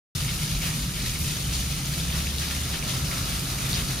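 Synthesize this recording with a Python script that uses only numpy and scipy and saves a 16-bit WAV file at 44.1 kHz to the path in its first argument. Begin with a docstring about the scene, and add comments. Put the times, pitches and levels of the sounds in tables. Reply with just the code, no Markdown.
"""Under an overhang, a stereo microphone close to where a roof spout spills rainwater on wet concrete.
From the start, thousands of drops tick on the water film, small bubbles pop and the puddle plops,
while street traffic rumbles further back. Now and then a larger lump slaps down and throws spray.
At about 1.5 s one engine comes forward, slowly picks up speed and fades soon after 3 s.
The hardest slaps land near the end, at 3.7 s."""
import sys
import numpy as np
from scipy import signal
from scipy.fft import rfft, irfft
from scipy.io import wavfile

SR = 44100
rng = np.random.default_rng(int(sys.argv[2]) if len(sys.argv) > 2 else 0)


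def master_out(mix):
    """Clip the mix to full scale and print it as 16-bit PCM to the path in sys.argv[1]."""
    frames = np.transpose(np.atleast_2d(mix))
    ceiling = np.clip(frames, -1, 1)
    pcm = np.round(ceiling * 32767).astype(np.int16)
    wavfile.write(sys.argv[1], SR, pcm)


N = 176400


def from_db(db):
    """Decibels to gain."""
    return 10 ** (np.asarray(db) / 20)


def rms_one(x):
    """Scale to unit rms."""
    return x / np.sqrt(np.mean(x ** 2) + 1e-20)


def in_time(rows):
    """Each column of a curve over time, read at every sample."""
    s, *columns = np.transpose(rows)
    return [np.interp(np.arange(N) / SR, s, c) for c in columns]


def per_bin(points):
    """A table over log frequency, read at every FFT bin."""
    hz, value = np.transpose(points)
    return np.interp(np.log(np.arange(N // 2 + 1) * SR / N + 1), np.log(hz), value)


def colour(x, spectrum):
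    """Causal filter with the given spectrum; the result has unit rms."""
    cepstrum = irfft(np.log(from_db(per_bin(spectrum))), N)
    response = np.exp(rfft(2 * cepstrum[:N // 2], N))
    return rms_one(irfft(rfft(x) * response, N))


def drift(rate_hz):
    """Slow random motion with spread 1."""
    count = 4096
    hz = np.arange(count // 2 + 1) * SR / N
    slow = rms_one(irfft(rfft(rng.standard_normal(count)) / (1 + (hz / rate_hz) ** 2)))
    return np.interp(np.arange(N) * count / N, np.arange(count), slow)


def impacts(per_s, spread_db):
    """Clicks at random moments: many small, a few large."""
    sizes = from_db(spread_db * np.minimum(rng.exponential(1, N), 5))
    return sizes * rng.choice([-1, 1], N) * (rng.random(N) < per_s / SR)


def widen(mid, side):
    """Two unrelated signals become left and right, wide in some bands and centred in others."""
    # How alike the channels are. 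Each row: frequency in Hz, likeness from -1 to 1.
    likeness = [(300, 0.89), (600, 0.25), (950, -0.26), (1300, 0.41), (1600, -0.15), (1800, 0.95),
                (2250, 1), (2700, 0.7), (3200, 0.58), (4000, 0.41), (5000, 0.53), (6400, 0.29),
                (7400, -0.73), (8200, 0.15), (9000, -0.066), (9500, 1), (10100, 0.85), (10800, 0.58),
                (12500, .57), (15000, -0.11)]
    # Balance. Each row: frequency in Hz, left minus right in dB.
    balance = [(400, -1.5), (1100, -1), (2000, 0), (2700, -0.5), (3700, 3.5), (5000, 1.4), (7000, 0)]
    # Phase between the channels. Each row: frequency in Hz, lead added to the left in radians.
    lead = [(400, -0.51), (900, 0.83), (1300, -0.54), (2200, 0.16), (3200, 1.5), (4000, -0.39),
            (5000, -0.38), (6000, -0.86), (8500, .3), (9700, 0.28), (10800, 1.1), (13500, -0.95)]
    alike, sign = np.clip(per_bin(likeness), -.99, .99), np.array([[1], [-1]])
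    both = np.sqrt((1 + alike) / 2) * rfft(mid) + sign * np.sqrt((1 - alike) / 2) * rfft(side)
    return irfft(both * from_db(sign * per_bin(balance) / 2) * np.exp(.5j * sign * per_bin(lead)), N)


def traffic():
    """The street behind: a low rumble near the centre and the wider wash of tyres on the wet road."""
    # Colours of rumble and tyres. Each row: frequency in Hz, relative density in dB.
    rumble_colour = [(20, -16), (34, -14.5), (41, -1), (52, -0.5), (66, -2.5), (80, 0), (98, -6.5),
                     (114, -4), (128, 2), (148, -1.5), (170, -5.5), (190, -8.5), (250, -13.5), (330, -22),
                     (450, -27.5), (800, -34.5), (2000, -46.5)]
    tyre_colour = [(120, -16.5), (220, 6.5), (300, 4.5), (450, -3), (800, -4.5), (1500, -11), (4000, -21)]
    # How each swells. Each row: time in seconds, relative level in dB.
    rumble_level = [(0.17, -31), (1.33, -32), (2.24, -33), (2.29, -35), (2.65, -34.5), (2.99, -31.5),
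                    (3.55, -34), (3.8, -29), (4.0, -33)]
    tyre_level = [(.15, -63), (1.2, -48.5), (2.2, -44), (3.0, -43.5), (4, -43.5)]
    # Stereo width of the rumble. Each row: frequency in Hz, side minus mid in dB.
    rumble_width = [(50, -27), (75, -21), (130, -16), (220, -13.5)]
    (rumble_db,), (tyre_db,) = in_time(rumble_level), in_time(tyre_level)
    mid, side = colour(rng.standard_normal((2, N)), rumble_colour)
    rumble = mid + irfft(rfft(side) * from_db(per_bin(rumble_width)), N) * [[1], [-1]]
    tyres = widen(*colour(rng.standard_normal((2, N)), tyre_colour))
    return from_db(rumble_db + 1) * rumble + from_db(tyre_db) * tyres


def boom():
    """A narrow low boom comes and goes in the traffic, with a wavering hum inside it."""
    # Colour of the boom. Each row: frequency in Hz, relative density in dB.
    boom_colour = [(80, -66), (125, -36.5), (150, -2), (174, 1.5), (205, -30), (400, -78.5)]
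    # How boom and hum swell. Each row: time in seconds, level in dB.
    boom_level = [(.2, -37.5), (.68, -35.5), (.9, -45), (1.8, -46.5), (2.2, -30.5), (2.35, -48), (3.0, -36),
                  (4, -64)]
    hum_level = [(0.2, -42), (0.65, -40), (1.4, -49), (2.0, -37), (2.3, -57.5)]
    hum_hz, waver_hz, waver_db = 149.1, 1.34, 2.5
    (boom_db,), (hum_db,) = in_time(boom_level), in_time(hum_level)
    phase = 2 * np.pi * np.cumsum(hum_hz + waver_hz * drift(rate_hz=2.2)) / SR
    hum = from_db(hum_db + waver_db * drift(rate_hz=3.2)) * np.sqrt(2) * np.sin(phase)
    return from_db(boom_db) * colour(rng.standard_normal(N), boom_colour) + hum


def engine():
    """One exhaust drones out in the street, its pitch rising slowly with the firing rate."""
    # The engine's run. Each row: time in seconds, firing rate in Hz, relative level in dB.
    run = [(1.25, 61, -44), (1.55, 62.8, -29), (1.75, 64.9, -35.5), (2.05, 67.8, -30.5),
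           (2.3, 69.86, -29.5), (2.68, 72.5, -32), (2.85, 72.2, -42), (3.02, 72.9, -35), (3.3, 73.5, -56)]
    # Exhaust harmonics. Each row: multiple of the firing rate, gain in dB.
    orders = [(1, -2.5), (2, -31)]
    hz, db = in_time(run)
    phase = 2 * np.pi * np.cumsum(hz) / SR
    return from_db(db) * np.sqrt(2) * sum(from_db(gain_db) * np.sin(k * phase) for k, gain_db in orders)


def overhang(x):
    """Reflections off soffit, pillars and glass front shift between two patterns as the stream wanders."""
    t60_s, first_echo_s, wander_radians = 0.21, 0.0065, 1.15
    t = np.arange(SR // 2) / SR
    tails = rng.standard_normal((2, len(t))) * (t > first_echo_s) * np.exp(-np.log(1000) * t / t60_s)
    here, there = (signal.fftconvolve(x, tail / np.sqrt(np.sum(tail ** 2)))[:N] for tail in tails)
    angle = wander_radians * drift(rate_hz=2.78)
    return np.cos(angle) * here + np.sin(angle) * there


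def bubbles():
    """Small bubbles pop in the film, each ringing upward from its own pitch."""
    per_s, low_hz, high_hz, spread_db = 170, 1273, 7110, 3
    ring_cycles, chirp = 48, 0.11
    out, t = np.zeros(N + SR), np.arange(SR // 40) / SR
    draws = rng.random((4000, 4))
    starts_s = np.cumsum(-np.log(1 - draws[:, 0])) / per_s
    for s, (_, pitch, size, sign) in zip(starts_s, draws):
        at = int(s * SR)
        if at < N:
            hz = low_hz * (high_hz / low_hz) ** pitch
            life = hz * t / ring_cycles   # 1 when the ring is 60 dB down
            gain = np.sign(sign - .5) * hz ** 1.01 * from_db(spread_db * min(-np.log(1 - size), 4))
            ring = np.sin(2 * np.pi * hz * t * (1 + chirp * life))
            out[at:at + len(t)] += gain * np.exp(-np.log(1000) * life) * ring
    return rms_one(out[:N])


def patchy(x, swell_db):
    """The colour of the splatter shifts as the stream wanders: each octave swells on its own."""
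    hz, spectrum = np.arange(N // 2 + 1) * SR / N, rfft(x)
    octave = np.clip(np.log2((hz + 1) / 1000), 0, 4)
    bands = (irfft(spectrum * np.maximum(1 - abs(octave - k), 0), N) for k in range(5))
    return sum(band * from_db(swell_db * drift(rate_hz=40)) for band in bands)


def splash(clumps_db):
    """Drop ticks, fine spray, bubbles and hollow plops, all swelling with the arriving water."""
    # Water landing on the film and in the puddle. Each row: time in seconds, relative level in dB.
    flow = [(0.16, -37), (0.61, -38), (0.65, -34.5), (0.72, -38.5), (0.78, -36), (0.82, -40.5), (1.07, -37),
            (1.17, -39.5), (1.28, -37.5), (1.46, -39.5), (1.55, -37), (1.6, -37), (1.74, -37.5),
            (1.79, -40.5), (1.87, -36.5), (2.03, -39), (2.15, -37), (2.37, -39), (2.41, -37.5), (2.72, -38),
            (2.75, -37.5), (2.81, -40), (2.9, -36.5), (2.94, -38.5), (3.4, -37.5), (3.56, -38.5),
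            (3.61, -36), (3.68, -38), (4.0, -38)]
    puddle = [(0.17, -45), (0.6, -48.5), (0.65, -43.5), (0.79, -48), (2.11, -47.5), (2.14, -40),
              (2.27, -49.5), (2.74, -43), (2.8, -44.5), (2.89, -43), (4.0, -44.5)]
    # Colours of the bright ticking splatter and the darker plops; a narrow dip near 7.7 kHz runs through the
    # sound. Each row: frequency in Hz, relative density in dB.
    splatter_colour = [(500, -25.5), (1000, -12), (1600, -13.5), (2100, -4), (2700, 0), (4200, 0.45),
                       (5500, -0.5), (7000, -0.5), (7700, -5), (8400, -2.5), (10000, -4), (12500, -6),
                       (14000, -10.5), (15500, -12)]
    plop_colour = [(200, -6), (400, 0.5), (650, 0.5), (900, 0.5), (1100, 1.5), (1300, 6), (1650, -0.5),
                   (2100, -5), (3200, -19.5)]
    (flow_db,), (puddle_db,) = in_time(flow), in_time(puddle)
    drops = from_db(2) * colour(impacts(per_s=5200, spread_db=2.5), splatter_colour)
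    mist = from_db(-4.5) * colour(rng.standard_normal(N), splatter_colour)
    plops = from_db(puddle_db) * colour(impacts(per_s=1300, spread_db=2.5), plop_colour)
    film = patchy(drops + mist, swell_db=1.5) + from_db(-5.5) * bubbles()
    return from_db(clumps_db) * (from_db(flow_db) * film + plops)


def sloshes():
    """Each lump of water bursts into a shower of ticks whose ring sinks as the water spreads."""
    # Lumps landing. Each row: start in seconds, length in seconds, level in dB, midway pitch in Hz.
    lumps = [(0.278, 0.035, -33.5, 2940), (0.62, .12, -36.5, 2300), (0.939, 0.085, -39.5, 2100),
             (1.035, 0.059, -37, 3860), (1.182, 0.1, -36.5, 10100), (1.525, 0.055, -35.5, 5000),
             (2.033, 0.2, -43.5, 2600), (2.388, 0.15, -37.5, 4040), (2.411, 0.037, -34.5, 2340),
             (2.508, 0.024, -41, 1900), (2.735, 0.029, -34, 2400), (2.872, 0.065, -36, 3700),
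             (3.116, 0.06, -38.5, 2100), (3.318, .07, -40.5, 2720), (3.639, 0.05, -39, 2075),
             (3.688, 0.013, -30, 10400), (3.738, 0.034, -30.5, 4000), (3.764, 0.056, -34, 2710)]
    rise_s, fall_octaves, sharpness = 0.0043, 0.48, 2.13
    out, ticks = np.zeros(N + SR), np.tile(impacts(per_s=1400, spread_db=1), 2)
    for s, length, db, hz in lumps:
        t, at = np.arange(int(length * SR)) / SR, int(s * SR)
        ring_hz = hz * 2 ** (fall_octaves * (.5 - t / length))
        carrier = np.exp(2j * np.pi * np.cumsum(ring_hz) / SR)
        pole = np.exp(-2 * np.pi * hz / sharpness / SR)
        # Shift down, low-pass, shift back: a resonance that follows the sinking pitch.
        smoothed = signal.lfilter([1], [1, -2 * pole, pole * pole], ticks[at:at + len(t)] / carrier)
        shower = (carrier * smoothed).real
        envelope = np.minimum(t / rise_s, 1) * np.cos(np.pi / 2 * t / length)
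        out[at:at + len(t)] += from_db(db) * rms_one(shower) * envelope
    return out[:N]


def slaps():
    """Each heavy drop smacks the water film: a burst of a few cycles that sinks in pitch."""
    # Heavy drops. Each row: start in seconds, peak level in dB, pitch at the peak in Hz.
    heavy_drops = [(0.292, -31, 2410), (0.633, -23, 2980), (1.062, -23, 4160), (1.2797, -25, 3200),
                   (1.5386, -19, 5300), (1.5516, -17, 5300), (2.1268, -23, 3500), (2.2701, -24, 2608),
                   (2.384, -16.5, 3980), (2.4857, -20, 5010), (2.511, -24.5, 1880), (2.7422, -26, 1834),
                   (2.826, -23, 2720), (2.8955, -20, 5500), (3.1144, -23, 2320), (3.7309, -11.5, 4300),
                   (3.7408, -15, 4200), (3.7552, -20, 5840), (3.8865, -20, 4970)]
    rise_cycles, pitch_fall = 1.1, 0.05
    out, t = np.zeros(N + SR), np.arange(SR // 100) / SR
    for s, db, hz in heavy_drops:
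        at = int(s * SR)
        life = hz * t / rise_cycles   # 1 at the peak
        phase = 2 * np.pi * np.cumsum(hz * np.exp(pitch_fall * (1 - life))) / SR
        out[at:at + len(t)] += from_db(db) * life * np.exp(1 - life) * np.sin(phase)
    return out[:N]


def falling_water():
    """The stream breaks up on the walkway: splash, sloshes and slaps, with their reflections."""
    clumps_db = 1.1 * drift(rate_hz=34.2)   # the water arrives unevenly
    mid = splash(clumps_db) + sloshes() + slaps()
    side = splash(clumps_db) + sloshes()
    reflected = from_db(-1.5)
    return widen(mid + reflected * overhang(side), side + reflected * overhang(mid))


def scene():
    """Water close in front, street behind."""
    return falling_water() + traffic() + boom() + engine()


def record(dry):
    """The sound cuts in after a moment of silence; a steep low-pass takes off the highest treble."""
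    start_s, stopband_hz = .151, 16300
    opened = dry * np.where(np.arange(N) / SR >= start_s, 1, 1e-5)
    return signal.sosfiltfilt(signal.cheby2(14, 50, stopband_hz, fs=SR, output="sos"), opened)


dry = scene()
out = record(dry)
master_out(out)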